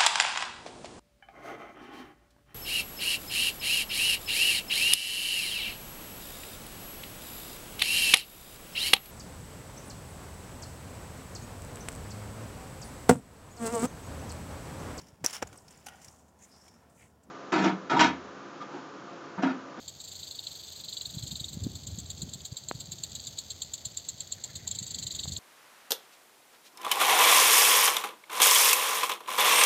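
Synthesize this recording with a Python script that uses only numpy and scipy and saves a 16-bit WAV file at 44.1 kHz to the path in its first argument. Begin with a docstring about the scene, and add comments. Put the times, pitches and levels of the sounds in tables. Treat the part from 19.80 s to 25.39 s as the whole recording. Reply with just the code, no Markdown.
"""An open orchard, with the microphone near an impact sprinkler. Its arm chops the jet: a quick rattle as
the head swings back, slow even steps as it sweeps forward, then the rattle again. Every chop is a slap,
a crack and a spit of spray. The jets hiss, drops land nearby, and two more sprinklers tick farther off.
Light wind buffets the microphone over the distant air, and there are two dry knocks right beside it."""
import sys
import numpy as np
from scipy import signal
from scipy.fft import rfft, irfft, next_fast_len
from scipy.io import wavfile
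from scipy.ndimage import uniform_filter1d

SR = 44100
rng = np.random.default_rng(int(sys.argv[2]) if len(sys.argv) > 2 else 0)


def digitize_waveform(pressure):
    """Quantize a signal to 16-bit integers and store it at the path in sys.argv[1].

    Rows of a 2-D input are taken as channels; values are limited to [-1, 1].
    """
    field = np.atleast_2d(pressure).T
    bounded = np.clip(field, -1, 1)
    quanta = np.round(bounded * 32767).astype(np.int16)
    wavfile.write(sys.argv[1], SR, quanta)


N = 246508
TIME = np.arange(N) / SR

# near sprinkler, runs of chops forward and back: (start [s], end [s], first gap [s], settled gap [s])
SWEEP_RUNS = [(0.0801, 0.15, 0.1163, 0.1174), (1.8373, 4.8, 0.1163, 0.1174)]
RETURN_RUNS = [(0.2045, 1.75, 0.037, 0.04485), (4.8767, 5.59, 0.0367, 0.04855)]
# a chop as the head turns: (time [s], slap [dB], crack [dB], coarse spray [dB], fine spray [dB])
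SWEEP_LEVELS = [(0.08, -44, -44, -41.5, -40), (1.84, -46, -35, -41.5, -50.5),
                (2.19, -45.5, -31.5, -45, -41.5), (2.42, -33.5, -29.5, -44.5, -44),
                (2.95, -46.5, -31, -39.5, -45), (3.6, -36.5, -28, -37.5, -41.5),
                (4.08, -34.5, -24.5, -41, -38), (4.76, -38, -29, -41, -40.5)]
RETURN_LEVELS = [(0.2, -39, -41, -48.5, -45.5), (0.45, -42.5, -49, -45, -49),
                 (0.85, -46, -52, -46.5, -55.5), (1.02, -38.5, -58, -45.5, -51),
                 (1.1, -32, -52, -41.5, -43), (1.25, -29, -54, -45, -42.5), (1.32, -42, -55, -50.5, -50),
                 (1.47, -32.5, -52, -43, -40), (1.65, -30, -36, -48.5, -45), (1.73, -40, -38, -50, -49),
                 (4.88, -42.5, -28.5, -42.5, -42), (5.07, -42.5, -35, -45, -39.5),
                 (5.3, -32.5, -29, -40.5, -37), (5.57, -28, -56, -46.5, -38)]
# chops where the arm lands squarely: (time [s], extra slap [dB], extra crack [dB])
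HARD_BLOWS = [(0.43, 11, 9), (0.51, 11, 10), (0.59, 15.5, 6), (0.67, 15.5, 11), (1.17, 3, 0),
              (1.214, 1.5, 0), (1.6, 1, -2), (2.3, 6, -0.5), (2.65, 5, 1), (2.77, 9.5, 0.5),
              (3.235, 11.5, 3.5), (3.585, 6.5, 3), (3.82, 5.5, 1), (4.52, 4, 4), (4.877, 10, 7),
              (4.914, 8, 5.5), (4.99, 10.5, 6), (5.145, 9.5, 3), (5.394, 2.5, 0)]
# the arm's metal ring: (frequency [Hz], time to fall 60 dB [s], level against the crack [dB])
ARM_RING = (7425, 0.021, -2)
# reflection off the soil: (strength [ratio], shortest delay [s], longest delay [s])
GROUND_BOUNCE = (0.67, .0008, .003)
# far sprinklers, one row each: (time it faces the microphone [s], gap between ticks [s])
FAR_BEATS = [(2.492, 0.115), (3.317, 0.1329)]
# the same two: (level when facing [dB], rise before [dB/s], fade after [dB/s])
FAR_LEVELS = [(-45.5, 7, 7.5), (-44.5, 12, 4.5)]
# stray spits between the beats: (time [s], level [dB])
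STRAY_SPITS = [(2.111, -48.5), (3.399, -41), (3.44, -47.5), (4.201, -47), (4.473, -48.5)]
# water landing nearby: (time [s], level [dB], pitch [Hz])
SPLATS = [(4.583, -58, 1770), (4.655, -59, 814), (4.693, -54, 1790), (4.80, -58, 2060), (4.849, -58, 1894),
          (4.87, -55, 778)]
# eddies that thump the microphone: (time [s], peak [dB], pitch [Hz])
BUFFETS = [(1.349, -34, 150), (1.373, -27, 135), (1.439, -28, 124), (1.529, -30.5, 158), (1.614, -32, 126),
           (1.773, -27, 181), (1.861, -27.5, 153), (1.868, -20, 236), (2.09, -32.5, 123), (2.185, -31, 192),
           (2.436, -27.5, 153), (2.558, -35, 157), (2.726, -29, 123), (2.955, -32, 131), (3.09, -38, 149),
           (4.068, -35, 118), (4.347, -40.5, 117), (5.019, -36.5, 170), (5.199, -38, 135),
           (5.48, -29.5, 129), (5.502, -31, 135)]
# knocks on the camera body: (time [s], peak [dB], lower edge [Hz], upper edge [Hz])
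KNOCKS = [(2.9128, -16.5, 150, 1230), (5.456, -35.5, 350, 1020)]
# bands the microphone dulls: (from [Hz], to [Hz], gain [dB])
MIC_DIPS = [(4786, 6123, -10.5), (8526, 11585, -14.5)]

# how the layers swell and fade: (time [s], level [dB])
MIST_LEVEL = [(0, -55), (0.7, -54), (1.1, -52.5), (1.6, -51.5), (1.9, -51.5), (3.0, -49.5), (3.8, -54),
              (4.6, -84), (5.0, -60), (5.59, -55)]  # torn off the jet at each chop
JET_LEVEL = [(0.0, -50), (0.19, -51.5), (0.45, -48.5), (1.65, -48.5), (1.91, -50.5), (3.11, -51),
             (3.35, -47.5), (3.9, -50), (5.1, -50), (5.5, -47)]
PATTER_LEVEL = [(0, -88), (4.4, -71.5), (4.8, -67), (5.3, -65), (5.59, -72)]
WIND_LEVEL = [(0.0, -58.5), (0.75, -62.5), (1.2, -59), (1.36, -46.5), (1.7, -50), (1.87, -37.5), (2.0, -48),
              (2.12, -42), (2.28, -49.5), (2.45, -42), (2.72, -61.5), (2.98, -49.5), (3.6, -56.5),
              (4.45, -59), (4.62, -55), (5.05, -50), (5.4, -50.5), (5.52, -48)]  # one long gust and a weaker one

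# spectra: (frequency [Hz], relative level [dB])
SLAP_COLOUR = [(1500, -80), (2600, -24), (3200, -11.5), (3700, 2), (4200, 3.5), (4700, -9.5), (5400, -25),
               (8000, -52)]
COARSE_COLOUR = [(1200, -57), (2400, -25), (2900, -16.5), (3300, -6.5), (3700, -3), (4250, 0.5), (4700, -1),
                 (5200, -5.5), (6500, -48.5), (9000, -61.5)]  # coarse spray
FINE_COLOUR = [(4000, -34.5), (5700, -11.5), (6200, -8), (6900, -1.5), (7550, 3), (7900, -9.5), (8400, -24),
               (9300, -31.5), (10500, -25), (11700, -22), (12500, -31), (14400, -26), (15700, -30)]  # fine spray and the crack
MIST_COLOUR = [(6000, -13), (7000, -6), (7700, 7), (8400, -0.5), (9500, -8), (11800, -2), (12700, -11),
               (14400, -2.5), (15700, -13)]
JET_COLOUR = [(1000, -18.5), (2000, -21), (2700, -15), (3400, -4.5), (4600, 0), (6300, -2), (7500, -4.5),
              (7850, -11), (8500, -15), (10000, -20.5), (11700, -15.5), (12600, -19.5), (15700, -23)]
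WIND_COLOUR = [(20, -32), (38, -38), (60, -3.5), (85, 3.5), (145, -1), (230, -9.5), (340, -15.5),
               (600, -34), (1500, -53)]
AIR_COLOUR = [(40, -11.5), (90, 0.5), (200, -7.5), (350, -9), (650, -7), (1100, -17.5), (1700, -20),
              (2600, -22), (5000, -55)]

SETTLE_CHOPS = 20  # how gradually the arm eases into its settled gap
BLOW_SCATTER_DB = 1.5  # no two blows are quite alike
RETURN_MIST_DB = 2.0  # quick chops tear off more mist
FAR_FINE_DB = 3  # fine spray over coarse in a far tick
BUFFET_CYCLES, BUFFET_SHAPE = 0.57, 1.11  # how fast an eddy's rebounds die, how pointed its swing is
AIR_DB = -59.5
LOW_CUT_HZ, HIGH_CUT_HZ = 41.5, 15850


def forward_steps():
    """Close by, the arm swings hard into the jet: a blow, and spray that starts at once and dies away."""
    out = np.zeros(N)
    for s, slap_db, crack_db, coarse_db, fine_db in chops(SWEEP_RUNS, SWEEP_LEVELS):
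        add(out, s, arm_blow(slap_db, crack_db, rise=0.0017))
        coarse = burst(COARSE_COLOUR, rise=0.002, fall=0.014, shape=2.0, clump_db=1.5)
        fine = burst(FINE_COLOUR, rise=0.0022, fall=0.016, shape=3.0, clump_db=3)
        mist = burst(MIST_COLOUR, rise=0.0029, fall=0.018, shape=2.3, clump_db=2)
        add(out, s + 0.0015, gain_of(coarse_db) * coarse)
        add(out, s + 0.002, gain_of(fine_db) * fine)
        add(out, s + 0.002, level(MIST_LEVEL, s) * mist)
    return out


def return_rattle():
    """Short swings keep the arm in the jet for longer: rounder spits, whose fine spray trails the blow."""
    out = np.zeros(N)
    for s, slap_db, crack_db, coarse_db, fine_db in chops(RETURN_RUNS, RETURN_LEVELS):
        add(out, s, arm_blow(slap_db, crack_db, rise=0.0023))
        coarse = burst(COARSE_COLOUR, rise=0.01, fall=0.016, shape=2.7, clump_db=2)
        fine = burst(FINE_COLOUR, rise=0.011, fall=0.0093, shape=1.68, clump_db=3)
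        mist = burst(MIST_COLOUR, rise=0.0093, fall=0.013, shape=2.2, clump_db=7)
        add(out, s + 0.004, gain_of(coarse_db) * coarse)
        add(out, s + 0.007, gain_of(fine_db) * fine)
        add(out, s + 0.008, gain_of(RETURN_MIST_DB) * level(MIST_LEVEL, s) * mist)
    return out


def arm_blow(slap_db, crack_db, rise, size=4096):
    """The arm meets the jet: a slap swelling over rise seconds, then a higher crack and a metal ring."""
    slap = gain_of(slap_db) * burst(SLAP_COLOUR, rise=rise, fall=0.0022, shape=1.0, clump_db=8)
    crack = gain_of(crack_db) * burst(FINE_COLOUR, rise=0.00085, fall=0.0016, shape=0.6, clump_db=1.5)
    hz, t60, ring_db = ARM_RING
    t = (np.arange(size) - size // 2) / SR
    attack = np.clip(t / 0.001, 0, 1)
    decay = gain_of(crack_db + ring_db - 60 * np.maximum(t, 0) / t60)
    ring = attack * decay * np.sin(2 * np.pi * hz * rng.uniform(0.99, 1.01) * t)
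    return slap + np.roll(crack + ring, round(0.0004 * SR))


def chop_times(runs):
    """The moments at which the arm meets the jet; the gaps lengthen as its swing settles."""
    times = []
    for start, end, first_gap, settled_gap in runs:
        count = np.arange(int((end - start) / first_gap) + 1)
        lead = (settled_gap - first_gap) * SETTLE_CHOPS * (1 - np.exp(-count / SETTLE_CHOPS))
        s = start + settled_gap * count - lead
        times.extend(s[s < end])
    return np.array(times)


def chops(runs, levels):
    """Each chop's time and levels, set by the head's aim, how squarely the arm lands, and chance."""
    s = chop_times(runs)
    when, *columns = np.transpose(levels)
    slap, crack, coarse, fine = [np.interp(s, when, column) for column in columns]
    for at, slap_db, crack_db in HARD_BLOWS:
        hit = abs(s - at) < 0.015
        slap[hit] += slap_db
        crack[hit] += crack_db
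    scatter = rng.standard_normal((len(s), 4)) * [BLOW_SCATTER_DB, BLOW_SCATTER_DB, 0, 0]
    return np.column_stack([s, np.transpose([slap, crack, coarse, fine]) + scatter])


def burst(colour, rise, fall, shape, clump_db, size=4096):
    """A spit of water that swells and dies over rise and fall seconds; shape 1 is pointed, 2 is round."""
    t = (np.arange(size) - size // 2) / SR
    swell = np.exp(-abs(t / np.where(t < 0, rise, fall)) ** shape)
    spit = swell * clumped_noise(size, clump_db, per_s=899.6)
    # each spit breaks up at another height, so its bounce off the soil combs it differently
    strength, shortest, longest = GROUND_BOUNCE
    delay = rng.uniform(shortest, longest)
    spit = spit + strength * np.roll(spit, round(delay * SR))
    return tint(spit, colour) * np.sqrt(np.mean(swell ** 2))


def falling_water():
    """The jets hiss on between the chops, and their drops patter and splat on the soil nearby."""
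    jets = level(JET_LEVEL) * tint(clumped_noise(N, clump_db=3, per_s=450), JET_COLOUR)
    landing = level(PATTER_LEVEL) * tint(clumped_noise(N, clump_db=2.5, per_s=150), hump(1970))
    for s, db, hz in SPLATS:
        add(landing, s, gain_of(db) * burst(hump(hz), rise=0.0063, fall=0.014, shape=1.5, clump_db=4))
    return jets + landing


def far_sprinklers():
    """Two far heads tick at their own pace, swelling and fading as they turn; stray spits fall between."""
    out = np.zeros(N)
    for (facing, gap), (db, rise, fade) in zip(FAR_BEATS, FAR_LEVELS):
        for s in np.arange(facing % gap, N / SR, gap):
            turned_away_db = max(rise * (facing - s), fade * (s - facing))
            add(out, s, far_tick(db - turned_away_db))
    for s, db in STRAY_SPITS:
        add(out, s, far_tick(db))
    return out


def far_tick(db):
    """Distance leaves only a faint, short tick of a chop."""
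    coarse = burst(COARSE_COLOUR, rise=0.0038, fall=0.0079, shape=1.8, clump_db=11)
    fine = burst(FINE_COLOUR, rise=0.0018, fall=0.0039, shape=1.0, clump_db=19)
    return gain_of(db) * (coarse + gain_of(FAR_FINE_DB) * np.roll(fine, round(0.0011 * SR)))


def wind():
    """Lumpy rumble on the microphone; each strong eddy is one swing of pressure with its rebounds."""
    out = level(WIND_LEVEL) * tint(clumped_noise(N, clump_db=3, per_s=42), WIND_COLOUR)
    t = np.arange(-2048, 2049) / SR
    for s, db, hz in BUFFETS:
        swell = np.exp(-abs(t * hz / BUFFET_CYCLES) ** BUFFET_SHAPE)
        add(out, s, gain_of(db) * swell * np.cos(2 * np.pi * hz * t))
    return out


def knocks():
    """Right at the microphone: each knock is a single push on the camera body, too damped to ring."""
    out = np.zeros(N)
    for s, db, low_hz, high_hz in KNOCKS:
        body = signal.butter(2, [low_hz, high_hz], "bandpass", fs=SR, output="sos")
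        push = signal.sosfilt(body, signal.unit_impulse(2048, "mid"))
        add(out, s, -gain_of(db) * push / abs(push).max())
    return out


def distant_air():
    """The low, steady wash of outdoor air, far behind everything."""
    return gain_of(AIR_DB) * tint(rng.standard_normal(N), AIR_COLOUR)


def clumped_noise(size, clump_db, per_s):
    """Noise in clumps, like water or wind: its level wanders through per_s random values a second."""
    knots = rng.standard_normal((2, size))
    wander = np.interp(np.arange(size) * per_s / SR, np.arange(size), knots[1])
    return knots[0] * gain_of(clump_db * wander)


def gain_of(db):
    """Decibels to amplitude."""
    return 10 ** (np.asarray(db) / 20)


def level(curve, s=TIME):
    """The gain of a (time [s], level [dB]) curve at time s, by default at every sample."""
    return gain_of(np.interp(s, *np.transpose(curve)))


def tint(x, colour):
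    """Filters x by a (frequency [Hz], level [dB]) spectrum; the result has rms 1."""
    hz, db = np.transpose(colour)
    size = next_fast_len(len(x))
    bins = np.fft.rfftfreq(size, 1 / SR)
    response = gain_of(np.interp(np.log(bins + 1), np.log(hz), db))
    tinted = irfft(rfft(x, size) * response, size)[:len(x)]
    return tinted / np.sqrt(np.mean(tinted ** 2) + 1e-20)


def hump(hz):
    """A broad resonance as a spectrum."""
    return [(hz / 2, -35), (hz * 0.82, -6), (hz, 0), (hz * 1.19, -6), (hz * 2, -40)]


def add(mix, s, sound):
    """Mixes a sound in, with its middle at time s."""
    start = round(s * SR) - len(sound) // 2
    part = mix[max(start, 0):max(start + len(sound), 0)]
    part += sound[max(-start, 0):][:len(part)]


def scene():
    """The orchard in mono, from beside the near sprinkler."""
    sprinklers = forward_steps() + return_rattle() + far_sprinklers()
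    return (sprinklers + falling_water() + wind() + knocks() + distant_air())[None]


def record(dry):
    """The microphone cuts deep bass, dulls two treble bands and loses the very top."""
    hz = np.fft.rfftfreq(N, 1 / SR)
    dips_db = sum(db * ((hz > low) & (hz < high)) for low, high, db in MIC_DIPS)
    dips_db = uniform_filter1d(dips_db.astype(float), size=700)  # soften the band edges
    low_cut = hz ** 4 / (hz ** 4 + LOW_CUT_HZ ** 4)
    high_cut = signal.firwin(511, HIGH_CUT_HZ, window=("kaiser", 9), fs=SR)
    heard = irfft(rfft(dry) * gain_of(dips_db) * low_cut, N)
    return signal.oaconvolve(heard, high_cut[None], "same")


dry = scene()
out = record(dry)
digitize_waveform(out)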